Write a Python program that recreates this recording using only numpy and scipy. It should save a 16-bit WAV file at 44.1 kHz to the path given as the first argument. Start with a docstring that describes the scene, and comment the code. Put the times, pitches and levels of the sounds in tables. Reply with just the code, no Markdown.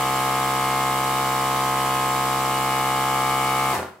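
"""A buzzing drone with a rattle and a hiss of air: a small electric piston pump fills a big balloon in a
room, a few metres from a stereo microphone. Piston and valves knock on every turn, the drive rattles in
a pattern of seven turns, and air rushes through the nozzle. Switched off near the end, the motor runs
down within a few turns, the pump shudders on its feet, the valves chatter and the room rings out."""
import sys
import numpy as np
from scipy import signal
from scipy.fft import rfft, irfft
from scipy.io import wavfile

SR = 44100
rng = np.random.default_rng(int(sys.argv[2]) if len(sys.argv) > 2 else 0)


def inscribe(sig):
    """Save sig as 16-bit PCM at rate SR to the path in sys.argv[1].

    A 1-D sig is mono; a 2-D sig holds one channel per row.
    Samples are clipped to [-1, 1] before scaling.
    """
    pcm = np.round(np.clip(np.atleast_2d(sig).T, -1, 1) * 32767)
    wavfile.write(sys.argv[1], SR, pcm.astype(np.int16))


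N = 176400
LEAD = SR // 2  # samples for which the pump has already been running
TIME = np.arange(-LEAD, N) / SR
OFF_S = 3.726  # the current is cut
SIDE = np.array([[1], [-1]])  # adds on the left, subtracts on the right

# motor speed under power (time [s], speed [turns/s])
MOTOR_SPEED = [(0, 66.39), (1.2, 66.35), (1.8, 66.3), (3.7, 66.36)]
# knocks of piston and valves (place [share of a turn], weight [dB], centre [Hz], spread [octaves])
PISTON_KNOCKS = [(.64, 3, 1070, 0.28), (.58, -5, 1100, .3), (.265, -4, 810, 0.38), (0.1184, -9, 900, 0.42),
                 (0.019, -11, 1160, .3)]


def undb(db):
    """Decibels to gain."""
    return np.exp(np.asarray(db) * (np.log(10) / 20))


def curve(at, rows):
    """Straight lines through (x, value) rows."""
    return np.interp(at, *np.array(rows, float).T)


def over_hz(hz, rows):
    """Straight lines through (frequency, value) rows on a log axis."""
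    row_hz, values = np.array(rows, float).T
    return np.interp(np.log(hz + 1e-3), np.log(row_hz), values)


def wander(rate_hz):
    """Slow drift with a spread near 1: random levels joined by straight lines."""
    step = int(SR / rate_hz)
    levels = 1.2 * rng.standard_normal((len(TIME) // step + 2, 1))
    return (levels[:-1] + np.diff(levels, axis=0) * np.arange(step) / step).ravel()[:len(TIME)]


def band_noise(low_hz, high_hz):
    """Two unrelated noises in a band, rms 1."""
    sos = signal.butter(2, [low_hz, high_hz], "band", fs=SR, output="sos")
    noise = signal.sosfilt(sos, rng.standard_normal((2, len(TIME))))
    return noise / noise.std()


def partial(turns, multiple, phase, response):
    """A tone that crosses the room to reach the microphone at this phase and, outside deep nulls, rms 1."""
    hz = multiple * np.mean(np.array(MOTOR_SPEED)[:, 1])
    delay = np.arange(response.shape[1]) / SR
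    path = np.sum(response * np.exp(-2j * np.pi * hz * delay), axis=1)
    start_phase = (phase - np.angle(path))[:, None]
    gain = np.sqrt(2) / np.maximum(abs(path), .5)[:, None]
    return gain * np.cos(2 * np.pi * multiple * turns + start_phase)


def piston_drone(t, turns, response):
    """Harmonics of the turn rate line up into the knocks of the piston; the high ones waver most."""
    # drone at the microphone (multiple [of the turn rate], base level [dB], left minus right [dB])
    harmonics = [(1, -49, 0), (2, -36, 0), (3, -43, -1), (4, -41, 0), (5, -42, 0), (6, -50, -4),
                 (7, -38, 0), (8, -44, 2), (9, -42, 5), (10, -42, 3), (11, -31, 1), (12, -38, 4),
                 (13, -30, 1), (14, -42, 9), (15, -38, 5), (16, -30, -1), (17, -39, -2), (18, -34, 5),
                 (19, -31, -2), (20, -42, -2), (21, -44, -6), (22, -48, 2), (23, -48, 1), (24, -47, 6),
                 (25, -42, 2), (26, -51, 5), (27, -47, -2), (28, -50, -1), (29, -52, -2), (30, -48, 1),
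                 (31, -48, -2), (32, -40, 1), (33, -48, -4), (34, -40, 13), (35, -48, 3), (36, -50, 1),
                 (37, -53, 0), (38, -53, 0), (39, -52, 2), (40, -54, 6), (41, -60, 2), (42, -55, 1),
                 (43, -54, -1), (44, -46, 2), (45, -48, -8), (46, -52, 5), (47, -50, -3), (48, -59, 1),
                 (49, -58, 4), (50, -55, 12), (51, -49, -8), (52, -55, 5), (53, -57, -4)]
    # the tone colour shifts as the balloon fills (time [s], shift [share])
    colour_shift = [(0, .2), (.5, -.4), (1.2, -.2), (1.8, -.9), (2.3, -.5), (2.7, .55), (3.1, .9),
                    (3.7, .7)]
    # harmonics that move with it (multiple [of the turn rate], change at a shift of 1 [dB])
    shifted_harmonics = [(12, 3), (13, 1.2), (14, 3.5), (15, -4), (16, -1.2), (18, 3.5), (20, 6), (24, -4),
                         (31, -5), (32, 1.5), (34, 4.5), (44, 2.5), (45, -1.5)]
    shift, shift_db = curve(t, colour_shift), dict(shifted_harmonics)
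    place, knock_db, centre_hz, spread = np.array(PISTON_KNOCKS).T
    hum_fall_db = 380 * np.maximum(t - OFF_S, 0)  # without current the lowest harmonics die first
    out = np.zeros((2, len(t)))
    for order, db, pan_db in harmonics:
        hz = order * MOTOR_SPEED[0][1]
        weights = undb(knock_db) * np.exp(-.5 * (np.log2(hz / centre_hz) / spread) ** 2)
        knocks = np.sum(weights * np.exp(-2j * np.pi * order * place))
        housing_ring = 0.16 * complex(*rng.standard_normal(2))
        channel_gap_rad = 0.63 * min(hz / 1770, 1) * rng.choice([-1, 1])
        phase = np.angle(housing_ring - knocks) + channel_gap_rad * np.array([.5, -.5])
        waver_db = 1.2 * min(hz / 1800, 1) ** 2 * wander(rate_hz=3.96)
        gain = undb(db + shift_db.get(order, 0) * shift + waver_db - hum_fall_db / order)
        pan = undb(SIDE * pan_db / 2)
        pan /= np.sqrt(np.mean(pan ** 2))
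        out += gain * pan * partial(turns, order, phase, response)
    return out


def drive_rattle(turns, response, pattern_turns=7):
    """The drive's longer pattern puts weak low partials among the harmonics."""
    # rattle at the microphone (multiple [of the pattern's rate], level [dB])
    partials = [(24, -60), (25, -58), (31, -62), (32, -66), (36, -61), (38, -48), (41, -59), (42, -54.5),
                (43, -64), (45, -51), (46, -75), (48, -56.5), (52, -60.5), (57, -64), (59, -61.5),
                (66, -66), (71, -62)]
    return sum(undb(db) * partial(turns, multiple / pattern_turns, 2 * np.pi * rng.random(), response)
               for multiple, db in partials)


def near_echoes(hz, count=12, span_s=.007):
    """Echoes off case, table and balloon ripple the treble, differently in each channel."""
    delays = span_s * rng.random((count, 2, 1))
    gain = .11 * hz / (hz + 1000)
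    ripple = sum(np.exp(-2j * np.pi * hz * delay) for delay in delays)
    return (1 + gain * ripple) / np.sqrt(1 + count * gain ** 2)


def nozzle_air(t, turns, stop_s=3.749, fall_db_per_s=162):
    """Turbulence in the nozzle, pulsing a little with each stroke and dying as the flow stops."""
    # spectrum of the rushing air (frequency [Hz], base density [dB per Hz])
    air_spectrum = [(20, -94), (60, -87), (150, -84), (300, -79), (450, -73), (700, -73.5), (1150, -70),
                    (1500, -72.5), (1850, -74), (2200, -72.5), (3100, -70), (3600, -75), (4500, -73),
                    (6500, -75), (8500, -72.5), (10500, -75.5), (13500, -76), (15700, -81)]
    # likeness of left and right (frequency [Hz], correlation [0 to 1])
    air_likeness = [(120, 1), (1000, 0.73), (2200, 0.86), (4000, 0.29), (14000, 0.17)]
    # nozzle resonances (centre [Hz], width [Hz], left boost [dB], right boost [dB])
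    resonances = [(3760, 53, 8, 11), (4255, 68, 2, 5.5), (7500, 104, 9, 4.5)]
    hz = np.fft.rfftfreq(len(t), 1 / SR)
    mid, side = rfft(rng.standard_normal((2, len(t))))
    likeness = over_hz(hz, air_likeness)
    noise = np.sqrt((1 + likeness) / 2) * mid + np.sqrt((1 - likeness) / 2) * side * SIDE
    boost_db = sum(np.array([[left], [right]]) / (1 + (2 * (hz - centre) / width) ** 2)
                   for centre, width, left, right in resonances)
    colour = undb(over_hz(hz, air_spectrum) + boost_db) * near_echoes(hz)
    hiss = irfft(noise * colour, len(t)) * np.sqrt(SR / 2)
    flow = undb(-0.5 - fall_db_per_s * np.maximum(t - stop_s, 0))
    pulsing = 1 + .07 * np.cos(2 * np.pi * (turns - PISTON_KNOCKS[1][0]))
    return hiss * flow * pulsing


def room_tail(gap_s=.005, low_cut_hz=170):
    """The room's diffuse ring, of unit energy: narrow in the bass, wide in the treble, which dies first."""
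    # reverberation of the room (frequency [Hz], time to fall 60 dB [s])
    room_t60 = [(100, 0.58), (400, 0.37), (1200, 0.47), (4000, 0.28), (12000, 0.18)]
    t = np.arange(SR // 2) / SR
    hz = np.fft.rfftfreq(len(t), 1 / SR)
    mid, side = rfft(rng.standard_normal((2, len(t))))
    width = hz / (hz + 900)
    spectrum = (mid + width * side * SIDE) / np.sqrt(1 + width ** 2)
    spectrum *= hz / np.hypot(hz, low_cut_hz)
    octave = np.log2(np.clip(hz, 64, 2 ** 14))
    tail = 0
    for centre in range(6, 15):
        band = irfft(spectrum * np.maximum(1 - abs(octave - centre), 0))
        tail += band * undb(-60 * t / over_hz(2. ** centre, room_t60)) * (t > gap_s)
    return tail / np.sqrt(np.mean(np.sum(tail ** 2, axis=1)))


def path_to_microphone(tail, tail_db):
    """The direct sound followed by the room's tail."""
    return (np.arange(tail.shape[1]) == 0) + undb(tail_db) * tail


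def room_tone(level_db=-65, knee_hz=400):
    """Faint dull noise of the room itself."""
    hz = np.fft.rfftfreq(N, 1 / SR)
    colour = hz / (hz + knee_hz / 2) / np.sqrt(1 + hz / knee_hz)
    noise = irfft(rfft(rng.standard_normal((2, N))) * colour, N)
    return undb(level_db) * noise / noise.std()


def pump_shudder(t, rise_s=0.0088):
    """The stalling pump rocks on its feet and its case rings."""
    # modes of feet and case (onset [s], level [dB], frequency [Hz], time to fall 60 dB [s])
    modes = [(3.774, -33.5, 86, 0.38), (3.725, -24, 360, 0.17), (3.785, -30, 377, 0.36),
             (3.79, -41, 221, .4)]
    out = 0
    for onset, db, hz, t60 in modes:
        age = np.maximum(t - onset, 0)
        envelope = (1 - np.exp(-age / rise_s)) * undb(db - 60 * age / t60)
        out += envelope * np.sin(2 * np.pi * hz * age)
    return out


def valve_chatter(t, coasting_s, fall_db_per_s=115, rise_s=0.012, clack_decay_s=.011):
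    """The valves flap loosely and the piston clacks through its last strokes."""
    # last clacks of the piston (time [s], level [dB])
    strokes = [(3.752, -26), (3.791, -26.5), (3.828, -30), (3.86, -37), (3.883, -40.5)]
    flap_envelope = undb(-30.5 - fall_db_per_s * coasting_s) * (1 - np.exp(-coasting_s / rise_s))
    flapping = flap_envelope * band_noise(low_hz=140, high_hz=1500)
    clack_envelope = sum(undb(db) * (t > at) * np.exp(-abs(t - at) / clack_decay_s) for at, db in strokes)
    mid, side = flapping + clack_envelope * band_noise(low_hz=340, high_hz=1230)
    return mid + 0.17 * side * SIDE


def scene(run_down_s=.25, motor_fall_db_per_s=92, housing_cut_hz=47.7):
    """The motor's turns pace drone, rattle and air, heard across the room until the pump stops."""
    t, tail = TIME, room_tail()
    motor_path = path_to_microphone(tail, tail_db=-12)
    noise_path = path_to_microphone(tail, tail_db=-6)
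    coasting_s = np.maximum(t - OFF_S, 0)
    speed_share = np.maximum(1 - coasting_s / run_down_s, 0)
    wobble = 1 + 0.000997 * wander(rate_hz=14)
    turns = np.cumsum(curve(t, MOTOR_SPEED) * wobble * speed_share) / SR
    turns -= turns[LEAD]
    motor = piston_drone(t, turns, motor_path) + drive_rattle(turns, motor_path)
    motor *= undb(-motor_fall_db_per_s * coasting_s) * speed_share
    # the small housing radiates no deep bass
    motor = signal.sosfilt(signal.butter(4, housing_cut_hz, "high", fs=SR, output="sos"), motor)
    noises = nozzle_air(t, turns) + valve_chatter(t, coasting_s)
    heard = signal.fftconvolve(motor, motor_path, axes=1) + signal.fftconvolve(noises, noise_path, axes=1)
    return heard[:, LEAD:LEAD + N] + pump_shudder(t[LEAD:]) + room_tone()


def record(dry):
    """The recorder cuts the treble steeply above 15750 Hz."""
    return signal.sosfilt(signal.ellip(10, .2, 80, 15750, fs=SR, output="sos"), dry)


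dry = scene()
out = record(dry)
inscribe(out)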